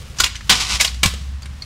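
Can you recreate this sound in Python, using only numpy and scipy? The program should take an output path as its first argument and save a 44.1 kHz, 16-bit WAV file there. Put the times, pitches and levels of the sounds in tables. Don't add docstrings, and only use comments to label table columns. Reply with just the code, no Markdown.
import sys
import numpy as np
from scipy import signal
from scipy.fft import rfft, irfft, next_fast_len
from scipy.io import wavfile
from scipy.ndimage import uniform_filter1d

SR = 44100
rng = np.random.default_rng(int(sys.argv[2]) if len(sys.argv) > 2 else 0)


def to_wav(s):
    ch = np.atleast_2d(s).T
    pcm = np.round(np.clip(ch, -1, 1) * 32767)
    wavfile.write(sys.argv[1], SR, pcm.astype(np.int16))


N = 72765
T = np.arange(N) / SR


def from_db(db):
    return 10 ** (np.asarray(db) / 20)


def rms_one(x):
    return x / np.sqrt(np.mean(x ** 2) + 1e-20)


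def in_time(rows):
    return np.interp(T, *np.transpose(rows))


def at_hz(rows, hz, column=1):
    rows = np.array(rows)
    return np.interp(np.log(hz + 1), np.log(rows[:, 0]), rows[:, column])


def colour(x, spectrum):
    size = 2 * next_fast_len(N)
    gains = rms_one(from_db(at_hz(spectrum, np.fft.rfftfreq(size, 1 / SR))))
    cepstrum = irfft(np.log(gains))
    cepstrum[1:size // 2] *= 2
    cepstrum[size // 2 + 1:] = 0
    return irfft(rfft(x, size) * np.exp(rfft(cepstrum)))[:N]


def band(x, hz, kind):
    return signal.sosfilt(signal.butter(2, hz, kind, fs=SR, output="sos"), x + 1e-18)


def ring(x, hz, t60):
    radius, angle = from_db(-60 / (t60 * SR)), 2 * np.pi * hz / SR
    return signal.lfilter([0, np.sin(angle)], [1, -2 * radius * np.cos(angle), radius ** 2], x + 1e-18)


def body(x, modes):
    return sum(from_db(db) * ring(x, hz, t60) * (-1) ** k for k, (hz, db, t60) in enumerate(modes))


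def clicks(rows):
    out = np.zeros(N)
    for start, db in rows:
        out[int(start * SR)] += from_db(db)
    return out


def grains(per_s, spread_db):
    sizes = from_db(spread_db * np.minimum(rng.exponential(1, N), 4)) * rng.choice([-1, 1], N)
    return rms_one(sizes * (rng.random(N) < per_s / SR))


# frequency in Hz, relative level in dB.
STREET_SPECTRUM = [(20, -20), (40, 3.5), (90, 4), (160, -3.5), (230, -10.5), (330, -24), (600, -22.5),
                   (1100, -22), (2000, -22.5), (5000, -28.5), (9000, -40.5), (16000, -79)]
def street():
    return from_db(-38) * colour(rng.standard_normal(N), STREET_SPECTRUM)


# time in seconds, firing rate in Hz.
ENGINE_FIRING = [(0, 68.6), (.24, 63.5), (.33, 56.3), (.52, 55.74), (.74, 59.32), (.87, 61.2), (1.05, 63.3),
                 (1.14, 66.8), (1.3, 68.07), (1.38, 68.3), (1.54, 69.1), (1.65, 76.6)]
# time in seconds, level in dB.
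ENGINE_LEVEL = [(0, -37.5), (.19, -44), (.24, -25), (.305, -41), (.34, -32.5), (.38, -37), (.56, -33),
                (.70, -32.5), (.745, -24), (.83, -35), (.97, -24.5), (1.17, -28.5), (1.37, -25),
                (1.42, -36), (1.5, -28.5), (1.65, -44)]
def engine():
    phase = 2 * np.pi * np.cumsum(in_time(ENGINE_FIRING)) / SR
    return np.sqrt(2) * from_db(in_time(ENGINE_LEVEL)) * np.sin(phase)


# frequency in Hz, relative level in dB, t60 in seconds.
WALL_TAIL = [(204, 1, 0.2), (1000, -11, 0.31), (2920, -11, 0.44), (6940, -16.5, 0.64), (13900, -6.5, 0.097)]
def yard_echo(x):
    onset = np.clip((T - 0.003) / 0.0038, 0, 1)
    scatter = rms_one(rng.standard_normal(N) * onset * np.exp(-T / 0.014))
    response = from_db(-7.5) * scatter
    edges_hz = np.geomspace(100, 16000, 9)
    for low, high in zip(edges_hz, edges_hz[1:]):
        hz = np.sqrt(low * high)
        decay = from_db(-60 * T / at_hz(WALL_TAIL, hz, column=2))
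        tail = rms_one(rng.standard_normal(N) * onset * decay)
        response += from_db(at_hz(WALL_TAIL, hz)) * band(tail, [low, high], "band")
    return signal.fftconvolve(x, response / np.sqrt(N))[:N]


# time in seconds, level in dB.
ROLL_LEVEL = [(0, -38.5), (.18, -42.5), (.26, -60), (.48, -39), (1.02, -45), (1.08, -30), (1.16, -39),
              (1.25, -43), (1.38, -50.5), (1.65, -45)]
# frequency in Hz, relative level in dB.
GRIT_SPECTRUM = [(200, 18), (400, -23), (700, -46), (1100, 2), (1700, -2), (3000, 0.5), (6000, -2.5),
                 (10000, -8.5), (13000, -15.5), (16000, -18)]
def wheels():
    take_off_s = 0.195
    grit = grains(per_s=3000, spread_db=2.0)
    run_up = np.clip((take_off_s - T) / 0.016, 0, 1)
    drone = from_db(-52) * rms_one(ring(grit, hz=464, t60=0.02)) * run_up
    return colour(grit, GRIT_SPECTRUM) * from_db(in_time(ROLL_LEVEL)) + drone


# frequency in Hz, level in dB, t60 in seconds.
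WASHER_MODES = [(2170, -11, 0.071), (4260, -2, 0.065), (4750, -10, 0.066), (5850, -8, 0.04)]
# start in seconds, level in dB.
WASHER_HITS = [(1.6225, -25.5)]
def washer():
    return body(clicks(WASHER_HITS), WASHER_MODES)


# start in seconds, level in dB, frequency in Hz, t60 in seconds.
DECK_THUDS = [(0.499, -20.5, 202, 0.11), (.803, -26, 625, 0.067), (.847, -26.5, 665, 0.054),
              (1.032, -12, 160, 0.033), (1.054, -9, 186, 0.06), (1.056, -9, 98.4, 0.1)]
def deck_thuds():
    return sum(ring(clicks([(start, db)]), hz, t60) for start, db, hz, t60 in DECK_THUDS)


# frequency in Hz, level in dB, t60 in seconds.
DECK_MODES = [(1084, 0.5, 0.15), (1225, -15, 0.32), (2295, 8, 0.11), (2490, 0, 0.076), (2680, 3, 0.088),
              (2860, -1, 0.09), (4120, -2, 0.064)]
# start in seconds, level in dB.
DECK_HITS = [(.848, -32), (1.033, -19)]
def deck_ring():
    return body(clicks(DECK_HITS), DECK_MODES)


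# frequency in Hz, level in dB, t60 in seconds.
RAIL_MODES = [(498, -20, 0.53), (749.6, -15.5, 0.64), (1035, -2, 0.22), (1470, -5.5, 0.25),
              (1519, 3.5, 0.12), (1911, -4.5, 0.22), (2088, 3.5, 0.11), (2860, -9, 0.31), (3198, 3.5, 0.24),
              (3276, -3, 0.29), (3630, -12, 0.22), (3790, -5, 0.12), (4060, 1, 0.21), (7100, 0, 0.16)]
# start in seconds, level in dB.
RAIL_HITS = [(.496, -17.5), (.812, -35.5)]
def rail_ring():
    return body(clicks(RAIL_HITS), RAIL_MODES)


# time in seconds, level in dB.
GRIND_LEVEL = [(.50, -10.5), (.56, -21), (.593, -25), (.610, -16.5), (.645, -24.5), (.682, -27),
               (.705, -19.5), (.76, -21), (.785, -30), (.83, -22.5), (.88, -37), (.93, -43)]
# frequency in Hz, relative level in dB.
SCRAPE_SPECTRUM = [(150, -7), (350, -15), (600, -17.5), (1130, -3), (1600, -11), (2300, -1), (3500, -2.5),
                   (5200, -1), (7500, -8), (10000, -16.5), (16000, -35.5)]
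def grind():
    sliding = (T > GRIND_LEVEL[0][0]) & (T < GRIND_LEVEL[-1][0])
    snags = grains(per_s=5500, spread_db=3.2) * from_db(in_time(GRIND_LEVEL)) * sliding
    damped_modes = [(hz, db, 0.6 * t60) for hz, db, t60 in RAIL_MODES]
    ringing = from_db(-25) * body(snags, damped_modes) / len(damped_modes)
    return colour(snags, SCRAPE_SPECTRUM) + ringing


# frequency in Hz, relative level in dB.
FRAME_SPECTRUM = [(100, -2.5), (350, -13), (650, -9.5), (1100, -2), (1800, -2.5), (3000, 2), (4500, 1.5),
                  (7000, -2), (9000, -6), (11500, -16), (13000, -14), (16000, -30)]
# start in seconds, level in dB, attack and
# hold in seconds, bass and treble gain in dB, then a loose part's pitch in Hz, its level in dB relative
# to the blow, its bandwidth in Hz.
FRAME_BLOWS = [ (0.16, -44.5, 0.01, 0.01, 9.5, 6, 2960, -9, 900),
               (0.1852, -31, 0.00046, 0.0075, 4, -3, 5350, 6.5, 1810),
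               (0.194, -16.5, 0.01, 0.003, 2.5, 6, 6950, 4, 597),
               (0.200, -23.5, 0.0027, 0.004, 6.5, -1, 1420, 11, 130),
               (0.233, -16, 0.0055, 0.0043, -6, -5, 3394, 2, 280),
               (0.242, -18.5, 0.00093, 0.00097, 3.5, 2, 4480, 7, 400),
               (0.26, -28.5, 0.0015, 0.011, -1, -2, 2857, 5, 397),
               (.347, -37.5, 0.0019, 0.00083, -6, -14, 1610, 3.5, 300),
               (0.353, -29.5, 0.00098, 0.0042, -20, -12, 2926, -2, 650),
               (.361, -47.5, 0.0012, 0.0052, 2, 4, 2114, 11, 120),
               (.362, -42.5, 0.0013, 0.0026, -15, -8, 6150, 10, 150),
               (.407, -39, .001, 0.0037, -14.5, -21, 2016, 4.5, 880),
               (0.493, -6, 0.0028, 0.0086, 0, -9, 3095, -6.5, 119),
               (0.514, -19, 0.0078, 0.0075, 8, -9, 3855, 4.5, 282),
               (0.796, -19, 0.0055, 0.013, -12, 0.5, 2250, 4, 170),
               (0.808, -18, 0.0033, 0.0024, 4, 9, 4400, 3.5, 403),
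               (0.845, -17, 0.0021, 0.0063, -4.5, 0.5, 3086, 1, 298),
               (0.874, -25.5, 0.0025, 0.0061, -4, -8, 4410, 3, 160),
               (0.943, -37, 0.00097, 0.0025, 1, 1, 4270, 0, 197.7),
               (1.0305, -9, 0.0019, 0.005, 3, -1.5, 3244, -2.5, 70),
               (1.056, -16, 0.0025, 0.0032, 0.5, 3, 968, -7.5, 197),
               (1.136, -37, 0.0018, 0.0034, 7.5, 2.5, 416, 0, 109),
               (1.42, -46, 0.00077, 0.0027, 11.5, 7.5, 6440, 2, 500),
               (1.427, -44, 0.004, 0.0031, 4, -19, 4560, 8, 197),
               (1.456, -42.5, 0.002, 0.002, 13.5, 3, 9180, -0.5, 800),
               (1.618, -40, 0.0044, 0.0016, 5.5, 1, 4426, 12.5, 168)]
def frame_blows():
    bass_hz, treble_hz = 1770, 5800
    crack_release_s, part_release_s = 0.0046, 0.0022
    chatter = colour(grains(per_s=14000, spread_db=3), FRAME_SPECTRUM)
    bass, treble = band(chatter, bass_hz, "low"), band(chatter, treble_hz, "high")
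    middle = band(band(chatter, bass_hz, "high"), treble_hz, "low")
    cracks, rings = np.zeros((2, N))
    for start, db, attack, hold, bass_db, treble_db, hz, part_db, width_hz in FRAME_BLOWS:
        first = int(start * SR)
        t = T[:min(N - first, SR // 10)]
        span = slice(first, first + len(t))
        rise = np.minimum(t / attack, 1) ** 2
        since_hold = np.maximum(t - attack - hold, 0)
        crack = from_db(bass_db) * bass[span] - middle[span] + from_db(treble_db) * treble[span]
        cracks[span] += from_db(db) * rise * crack * np.exp(-since_hold / crack_release_s)
        jolts = uniform_filter1d(rng.standard_normal(SR // 10), size=12)[:len(t)]
        phase_drift = np.cumsum(jolts) * np.sqrt(2 * np.pi * width_hz / SR)
        part = np.sqrt(2) * np.sin(2 * np.pi * hz * t + phase_drift)
        rings[span] += from_db(db + part_db) * rise * part * np.exp(-since_hold / part_release_s)
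    return cracks, rings


def scene():
    cracks, rings = frame_blows()
    echo = yard_echo(cracks + from_db(-9) * rings)
    scooter = cracks + rings + grind() + rail_ring() + deck_ring() + deck_thuds() + washer() + wheels()
    return (scooter + echo + engine() + street())[None]


def record(dry):
    overload, cutoff_hz = 0.68, 15800
    squashed = dry / (1 + (dry / overload) ** 4) ** (1 / 4)
    return signal.sosfilt(signal.ellip(12, 0.1, 70, cutoff_hz, fs=SR, output="sos"), squashed)


dry = scene()
out = record(dry)
to_wav(out)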